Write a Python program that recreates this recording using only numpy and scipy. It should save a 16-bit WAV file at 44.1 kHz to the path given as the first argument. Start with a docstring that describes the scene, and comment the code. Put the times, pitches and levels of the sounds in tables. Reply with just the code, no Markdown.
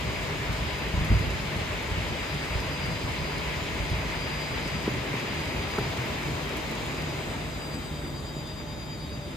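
"""Two cartons thump over the bend of a belt conveyor, knock onto a powered roller track and trundle away.
The rubber belt hisses over its steel bed, its drum ticks and the frame rumbles; then it runs down to rest.
Inverter-fed motors hum, whistle and beat against each other. The blows echo in a workshop hall.
A two-port microphone is carried along from the belt to the rollers."""
import sys
import numpy as np
from scipy import signal
from scipy.fft import rfft, irfft
from scipy.io import wavfile
from scipy.ndimage import uniform_filter1d, map_coordinates

SR = 44100
rng = np.random.default_rng(int(sys.argv[2]) if len(sys.argv) > 2 else 0)


def persist_wave(psi):
    """Save psi, clipped to +-1, as 16-bit WAV."""
    counts = np.round(np.clip(psi, -1, 1) * 32767).astype(np.int16)
    wavfile.write(sys.argv[1], SR, np.atleast_2d(counts).T)


N = 412776
TIME, FREQS = np.arange(N) / SR, np.fft.rfftfreq(N, 1 / SR)
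LAND_S, CROSS_S = 4.83, 0.21  # cartons reach the rollers; time to load them
PASS_S, PASS_WIDTH_S = 6.3, 0.72  # cartons pass closest

# Belt rub, falling as the belt slows and the microphone moves on. Each row: time in s, relative dB.
RUB_LEVEL = [(0.1, -37.5), (0.33, -37.5), (6.16, -38), (7.18, -40.5), (8.18, -49.5), (9.25, -50)]
# Spectrum of the belt's crackles and drum ticks. Each row: frequency in Hz, gain in dB.
TICK_SPECTRUM = [(1500, -15), (4000, 6.5), (6200, 4), (9000, 2), (11300, -2.5), (15000, -15)]


def gain_of(db):
    """Decibels to amplitude."""
    return 10 ** (np.asarray(db) / 20)


def unit_rms(x):
    """Scale to rms 1."""
    return x / np.sqrt(np.mean(abs(x) ** 2) + 1e-20)


def over_hz(points, hz=FREQS, column=1):
    """Table column interpolated over log frequency."""
    table = np.transpose(points)
    return np.interp(np.log(hz + 1), np.log(table[0] + 1), table[column])


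def over_time(points):
    """Rows of time and value, interpolated per sample."""
    return np.interp(TIME, *np.transpose(points))


def shaped(x, spectrum):
    """Filter by rows of Hz and dB."""
    return irfft(rfft(x) * gain_of(over_hz(spectrum)), N)


def add(mix, start_s, sound):
    """Mix a sound in at start_s."""
    part = mix[max(round(start_s * SR), 0):][:len(sound)]
    part += sound[:len(part)]


def ramp(start_s, length_s):
    """Linear rise from 0 to 1."""
    return np.clip((TIME - start_s) / length_s, 0, 1)


def swell(peak_s, width_s):
    """Gaussian bump of height 1."""
    return np.exp(-.5 * ((TIME - peak_s) / width_s) ** 2)


def drift(rate_hz):
    """Smooth random curve, rms about 1."""
    knots = rng.standard_normal(1024)
    steps = np.arange(0, N, 128)
    curve = map_coordinates(knots, [steps / SR * rate_hz + 8], mode="wrap")
    return np.interp(np.arange(N), steps, curve)


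def walk(beside_belt, beside_rollers):
    """Crossfade a value as the belt falls quiet and the microphone leaves it for the rollers."""
    rub_db = over_time(RUB_LEVEL)
    away = (rub_db.max() - rub_db) / np.ptp(rub_db)
    return beside_belt + (beside_rollers - beside_belt) * away


def belt_speed():
    """Share of full speed: steady, then a linear run-down to rest."""
    return 1 - ramp(start_s=6.817, length_s=2.0)


def noise(spectrum, lo_hz, hi_hz, patchy_db):
    """Two independent noises with shared flickering patches, rms 1 inside the band."""
    grid = (N // 256 + 5, 513)  # frames, bins
    patches = uniform_filter1d(rng.standard_normal(grid), 7, axis=0)
    patches = unit_rms(uniform_filter1d(patches, 40, axis=1))
    cells = rng.standard_normal((2, *grid)) + 1j * rng.standard_normal((2, *grid))
    cells *= gain_of(patchy_db * patches)
    white = signal.istft(cells.transpose(0, 2, 1), nperseg=1024, noverlap=768)[1][:, :N]
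    colour = gain_of(over_hz(spectrum))
    colour /= np.sqrt(np.mean(colour ** 2 * ((FREQS > lo_hz) & (FREQS < hi_hz))))
    return irfft(rfft(unit_rms(white)) * colour, N)


def tone(hz, fade_db, rough, waver_hz=2):
    """Tone pair that shivers with the machine and fades as the microphone crosses its standing waves."""
    cycles = np.cumsum(hz + waver_hz * drift(6)) / SR + rng.random()
    shiver = 1 + rough * (drift(22) + 1j * drift(22))
    phasor = np.exp(2j * np.pi * cycles) * shiver
    fading = gain_of(fade_db * np.array([drift(4), drift(4)]))
    return unit_rms(np.array([phasor.real, phasor.imag]) * fading)


def ports(pair):
    """Blend two independent signals into the two microphone ports, opposed from 8 to 9.5 kHz."""
    # Each row: frequency in Hz, left-right correlation, left over right in dB, left's lead in rad.
    image = [(60, .88, 0, 0), (170, .9, 0, .1), (330, .83, .3, .3), (650, .44, 3, .75), (1400, .32, 2, .85),
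             (2600, .3, .7, .9), (4700, .25, 2.2, .7), (5800, 0, 1, 0), (6900, .22, .4, 0),
             (8200, -.93, 0, 0), (9200, -.92, 0, 0), (10300, .3, 0, 0), (11700, .97, 0, 0)]
    correlation = np.clip(over_hz(image), -1, 1)
    lean = gain_of(over_hz(image, column=2) / 2) * np.exp(.5j * over_hz(image, column=3))
    mid, side = rfft(pair) * np.sqrt([(1 + correlation) / 2, (1 - correlation) / 2])
    return irfft(np.array([(mid + side) * lean, (mid - side) / lean]), N)


def hall(x):
    """Sparse echoes of random sign, each band dying at its own rate."""
    # Each row: frequency in Hz, t60 in s.
    decay = [(60, 0.65), (400, 0.86), (2000, 0.41), (10000, 0.19)]
    taps = rng.choice([-1., 1.], (2, SR)) * (rng.random((2, SR)) < 2000 / SR)
    hz, t, cells = signal.stft(taps, SR, nperseg=256)
    envelope = gain_of(-60 * t / over_hz(decay, hz)[:, None]) * np.minimum(t / 0.063, 1)
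    tail = signal.istft(cells * envelope, SR, nperseg=256)[1]
    return signal.fftconvolve(x[None], tail / np.linalg.norm(tail[0]), axes=1)[:, :N]


def standing_waves():
    """Motor tones swell at both ports as the microphone passes through their loud spots."""
    # Each row: peak time in s, frequency in Hz, level in dB, half width in s.
    loud_spots = [(7.72, 7945, -61.5, .08), (7.78, 630, -56, .07), (8.0, 7958, -61, .06),
                  (8.03, 587, -56, .08), (8.38, 6998, -61, .08), (8.53, 630, -54, .06),
                  (8.66, 150, -46, .12), (8.68, 587, -53.5, .19), (9.05, 4463, -64, .13),
                  (9.17, 73, -43, .14), (9.2, 587, -53.5, .12)]
    return sum(gain_of(db) * swell(peak_s, width_s) * tone(hz, fade_db=.5, rough=.3, waver_hz=1.5)[0]
               for peak_s, hz, db, width_s in loud_spots)


def inverter():
    """Sidebands whistle around multiples of the switching carrier, converging and dying as the belt stops."""
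    # Each row: carrier multiple, offset in drive frequencies, relative dB at full and at half speed.
    sidebands = [(1, -3, -65, -66), (1, -1, -63.5, -72), (1, 3, -60, -78), (1, 4, -64, -80),
                 (2, -16, -71, -67), (2, -6, -68, -78), (2, -2, -65, -56), (2, 0, -65, -67),
                 (2, 2, -64, -62), (2, 6, -66, -75), (3, -3, -88, -72), (3, -1, -88, -74), (3, 3, -88, -74),
                 (3, 5, -88, -76)]
    carrier_hz, drive_hz, boost_db = 4000, 50, 2
    speed, out = belt_speed(), np.zeros((2, N))
    for multiple, offset, full_db, half_db in sidebands:
        level = np.interp(speed, [0, .5, 1], [0, gain_of(half_db), gain_of(full_db)])
        hz = multiple * carrier_hz + offset * drive_hz * speed
        out += level * tone(hz, fade_db=1.5, rough=.4, waver_hz=multiple)
    return gain_of(boost_db) * out


def drives():
    """Motor tones over a steady hum: the belt's sink and fade as it slows, the rollers' come nearer."""
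    # Belt drive. Each row: frequency in Hz, level in dB, both at full speed.
    belt_tones = [(402, -52.5), (897, -58), (996, -52.5)]
    # Roller drives. Each row: frequency in Hz, dB beside the belt, dB beside the rollers.
    roller_tones = [(247.6, -60, -55.5), (587, -62, -58), (634, -61, -62), (877, -56, -59),
                    (3165, -62, -59), (3537, -63, -60), (3677, -70, -64), (3768, -70, -62),
                    (3822, -64, -60), (4463, -69, -64.5), (4581, -72, -66), (4942, -61, -61),
                    (6998, -62, -61), (7224, -71, -69), (7355, -65, -65), (7757, -70, -68),
                    (8236, -64, -66), (8479, -72, -67), (9001, -68, -64)]
    # Motor hum. Each row: frequency in Hz, level in dB.
    hum = [(49.3, -47), (150.2, -44.5)]
    rub_db, speed = over_time(RUB_LEVEL), belt_speed()
    out = sum(gain_of(db) * tone(hz * speed, fade_db=0.5, rough=0.8) for hz, db in belt_tones)
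    out *= gain_of(rub_db - np.median(rub_db))
    for hz, far_db, near_db in roller_tones:
        out += gain_of(walk(far_db, near_db)) * tone(hz, fade_db=2.5, rough=0.65)
    return out + sum(gain_of(db) * tone(hz, fade_db=0.6, rough=0.25, waver_hz=0.58) for hz, db in hum)


def whine():
    """Roller motors a few hertz apart beat unevenly, more deeply beside the rollers."""
    # Swells along the way. Each row: time in s, relative level in dB.
    swells = [(0, -74), (.11, -54), (.38, -66), (.78, -56), (.97, -60), (1.17, -52.5), (1.63, -70),
              (2.12, -60), (2.24, -55), (2.48, -56.5), (2.87, -51.5), (3.1, -59), (3.27, -53.5),
              (3.65, -62.5), (3.93, -53), (4.09, -60), (4.19, -51), (4.4, -50), (4.62, -54.5), (4.77, -51),
              (5.03, -66), (5.25, -54), (5.47, -56.5), (5.75, -53.5), (6.1, -61.5), (6.88, -64),
              (6.96, -55.5), (7.28, -61), (7.47, -63), (7.66, -50.5), (7.92, -59), (8.25, -52),
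              (8.39, -56.5), (8.49, -52.5), (8.8, -56.5), (8.92, -53), (9.03, -57), (9.15, -54),
              (9.36, -68)]
    pitch_hz, second_offset_hz, third_offset_hz = 4822, 9.37, 2.3
    crest_s, port_db = 8.39, (7, 2.5)
    share = walk(0.22, 0.65) * gain_of(np.array([drift(3.2), drift(3)]))  # second motor over first
    second = np.exp(1j * (2 * np.pi * second_offset_hz * (TIME - crest_s) + .35 * drift(12)))
    third = .24 * np.exp(2j * np.pi * (third_offset_hz * TIME + rng.random()))
    mirror = .1 * np.conj(second)
    beat = (1 + share * (second + mirror + third)) / np.sqrt(1 + share ** 2)
    cycles = pitch_hz * TIME + np.cumsum(1.08 * drift(4.4)) / SR
    left, right = beat * np.exp(2j * np.pi * cycles)
    port_shift = np.exp(1j * (.5 + .5 * drift(2.09)))  # phase moves with the microphone
    flicker_db = .8 * drift(20)
    level = np.outer(gain_of(port_db), gain_of(over_time(swells) + flicker_db))
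    return np.sqrt(2) * level * np.array([left.real, (right * port_shift).real])


def rattle():
    """Tiny metallic ticks of the rollers, loudest as the cartons pass closest."""
    ticks_per_s, level_db = 90, -62
    t = np.arange(1000) / SR
    strikes = rng.random(N) * (rng.random(N) < ticks_per_s / SR)
    power = abs(signal.oaconvolve(strikes ** 2, np.exp(-t / .0015))[:N])
    bursts = np.sqrt(power) * rng.standard_normal((2, N))
    bright = unit_rms(np.diff(bursts, prepend=0))
    return bright * gain_of(level_db) * swell(PASS_S, PASS_WIDTH_S)


def rollers():
    """Hollow trundle of the rollers, stronger under the cartons until they roll out of earshot."""
    # Each row: frequency in Hz, relative density in dB.
    spectrum = [(90, -22), (200, 2), (300, 3), (400, 0.5), (520, -4), (640, -6.5), (780, -5.5),
                (1100, -7.5), (1700, -13.5), (2600, -33), (3700, -11), (5500, -48)]
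    load_db = 2.5 * ramp(LAND_S, CROSS_S) * (1 - ramp(start_s=7.8, length_s=1))
    return noise(spectrum, 215, 660, patchy_db=1.0) * gain_of(walk(-42, -45) + load_db)


def frame():
    """The steel frame rumbles; it eases, most in the deep bass, once the cartons leave the belt."""
    # Each row: frequency in Hz, relative density in dB.
    spectrum = [(15, -44), (28, -7), (40, -4.5), (52, 2.5), (63, 3), (78, 0), (100, -3), (130, -1.5),
                (152, -0.5), (178, -6.5), (260, -12.5), (600, -24), (2000, -66)]
    deep_hz, deep_drop_db = 56.7, -11
    landed = ramp(LAND_S, CROSS_S)
    load_db = 1.17 * (1.5 - landed)
    rumble = noise(spectrum, 40, 173, patchy_db=1.5) * gain_of(walk(-37.5, -39.5) + load_db)
    deep = irfft(rfft(rumble) / (1 + (FREQS / deep_hz) ** 10), N)
    return rumble + deep * (gain_of(deep_drop_db * landed) - 1)


def snaps(events, spectrum):
    """Short gritty noise bursts, one per row of start in s and relative dB."""
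    out, t = np.zeros((2, N)), np.arange(3000) / SR
    envelope = (1 - np.exp(-t / .001)) * (np.exp(-t / .005) + .13 * np.exp(-t / .03))
    for start_s, db in events:
        for channel in out:
            add(channel, start_s, gain_of(db) * envelope * rng.standard_normal(len(t)))
    return shaped(out, spectrum)


def drum_ticks():
    """The belt drum ticks once a turn, unevenly, and more softly as it comes to rest."""
    first_s, turn_s = 0.008, 0.2593  # at full speed
    speed = belt_speed()
    travel = np.cumsum(speed) / SR
    starts_s = np.interp(np.arange(first_s, travel[-1], turn_s), travel, TIME)
    uneven_db = 1.5 * rng.standard_normal(len(starts_s))
    slowing_db = -5 * np.interp(starts_s, TIME, 1 - speed)
    return snaps(zip(starts_s, -40.5 + uneven_db + slowing_db), TICK_SPECTRUM)


def belt():
    """Rubber rubs over the steel bed; the fizz flutters, crackles and grows as cardboard scuffs past."""
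    # Midrange rub and treble fizz. Each row: frequency in Hz, relative density in dB.
    rub_spectrum = [(200, -24), (420, 1.5), (540, 0), (630, 4.5), (720, -3), (950, -0.5), (1450, -4),
                    (2150, 2.5), (2600, -0.5), (3200, -4.5), (4000, -10.5), (4600, -11.5), (5200, -11),
                    (5600, -18.5), (7200, -24), (10000, -58)]
    fizz_spectrum = [(2500, -16), (5000, 6), (6200, 18.5), (7400, 16), (8300, 16.5), (9100, 11), (10000, 5),
                     (11500, 7.5), (13500, 6), (14800, 3.5), (15700, -10)]
    rub = noise(rub_spectrum, 1510, 3500, patchy_db=1.04) * gain_of(over_time(RUB_LEVEL) + 1.0)
    scuff_db = swell(PASS_S, PASS_WIDTH_S)  # peaks at 1 dB
    fizz_db = walk(-60.5, -66.5) + scuff_db
    flutter_db = .35 * drift(30)
    fizz = noise(fizz_spectrum, 10430, 15400, patchy_db=.9) * gain_of(fizz_db + flutter_db)
    grains = rng.standard_normal((2, N)) * (rng.random(N) < 45 / SR)
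    crackle = unit_rms(shaped(grains, TICK_SPECTRUM)) * gain_of(fizz_db - 8)
    return rub + fizz + crackle


def bright_clicks():
    """Bright clicks: two strong ticks of the belt drum, and cartons clicking on belt and rollers."""
    # Each row: start in s, relative level in dB.
    clicks = [(.527, -46), (1.047, -48), (1.19, -49), (5.785, -46), (5.86, -52), (6.568, -42),
              (6.712, -47.5), (6.859, -49)]
    # Each row: frequency in Hz, gain in dB.
    spectrum = [(1500, -12), (4000, 7), (9000, 8), (14000, 3), (15700, 0)]
    return snaps(clicks, spectrum)


def blows(hits, modes, rise_s, order=2):
    """Blows ring the modes; long contact leaves the low ones, more so in soft cardboard (higher order)."""
    out, t = np.zeros(N), np.arange(SR // 2) / SR
    for start_s, peak_db, contact_ms in hits:
        ring = np.zeros(len(t))
        for hz, mode_db, t60_s in modes:
            softening = 1 + (hz * contact_ms / 1000) ** order
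            ring += gain_of(mode_db - 60 * t / t60_s) * np.sin(2 * np.pi * hz * t) / softening
        ring *= 1 - np.exp(-t / rise_s)
        add(out, start_s, gain_of(peak_db) * ring / abs(ring).max())
    return out


def carton_knocks():
    """Cartons knock on the belt joint and rollers; the heavier track booms a moment later."""
    # Each row: start in s, knock peak in dB, contact time in ms, boom peak in dB.
    hits = [(1.1155, -17.5, 7, -26), (4.8778, -14, 2.2, -31), (4.94, -28, 3, -36), (5.1, -30, 2, -28),
            (5.14, -25, 2, -32), (5.782, -17.5, .1, -36), (5.7868, -17, 1.1, -22), (5.978, -28, 3, -23.5),
            (6.285, -26, 2, -26), (7.13, -28, 1.5, -32), (8.366, -26, 4, -31)]
    # Modes of a carton and of the roller track. Each row: frequency in Hz, relative dB, t60 in s.
    carton_modes = [(235, -5.5, .034), (310, 0, .031), (390, 1.5, .027), (730, -4, .028), (930, -1, .028),
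                    (1340, -1, .028), (1530, -6, .025)]
    track_modes = [(77.6, -19, 0.058), (123.4, -8.5, 0.22), (203, -12, 0.061)]
    knocks = blows([hit[:3] for hit in hits], carton_modes, rise_s=.004, order=4)
    track_hits = [(start_s + 0.0094, boom_db, contact_ms) for start_s, _, contact_ms, boom_db in hits]
    return knocks, blows(track_hits, track_modes, rise_s=0.0011)


def carton_thumps():
    """Cartons ride over the bend in the belt and ring its bed."""
    # Each row: start in s, peak in dB, contact time in ms.
    hits = [(.495, -21, 2.7), (.94, -19, 3.5), (.975, -19, 2.1), (1.012, -18, 5.1), (1.104, -12.5, 5.7),
            (1.123, -13.5, 6.8), (1.156, -21, 7), (1.27, -24, 7.4), (1.352, -28, 12), (1.56, -23, 2.6),
            (1.915, -21, 10), (1.975, -22.5, 8.6), (2.555, -19.5, 24), (2.88, -25, 1.3), (3.04, -24, 4.6),
            (3.8, -22.5, 8), (3.915, -18.5, 2.8)]
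    # Each row: frequency in Hz, relative level in dB, t60 in s.
    bed_modes = [(60.5, 2, 0.13), (78.7, 5, 0.085), (94.8, 4.5, 0.092), (116, -1.5, 0.12), (162, 4.5, 0.08),
                 (237, -13, 0.092), (324, -7, 0.041)]
    return blows(hits, bed_modes, rise_s=0.016)


def scene():
    """The running machine, the cartons' blows and their echo, in stereo."""
    thumps = carton_thumps()
    knocks, booms = carton_knocks()
    echo = hall(gain_of(-15) * (thumps + booms) + gain_of(-17.5) * knocks)
    port_phase_rad = np.array([[.28], [-.28]])  # thumps reach the ports out of step
    wide_thumps = (signal.hilbert(thumps) * np.exp(1j * port_phase_rad)).real
    machine = belt() + frame() + rollers() + drives() + inverter() + drum_ticks()
    diffuse = ports(machine + bright_clicks() + rattle() + echo)
    return diffuse + whine() + standing_waves() + wide_thumps + knocks + booms


def record(dry):
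    """Microphone bass roll-off and treble band limit."""
    bass_hz, edge_hz = 32, 15700
    thinned = irfft(rfft(dry) * FREQS ** 4 / (FREQS ** 4 + bass_hz ** 4), N)
    lowpass = signal.firwin(511, edge_hz, window=("kaiser", 9), fs=SR)
    return signal.oaconvolve(thinned, lowpass[None], "same")


dry = scene()
out = record(dry)
persist_wave(out)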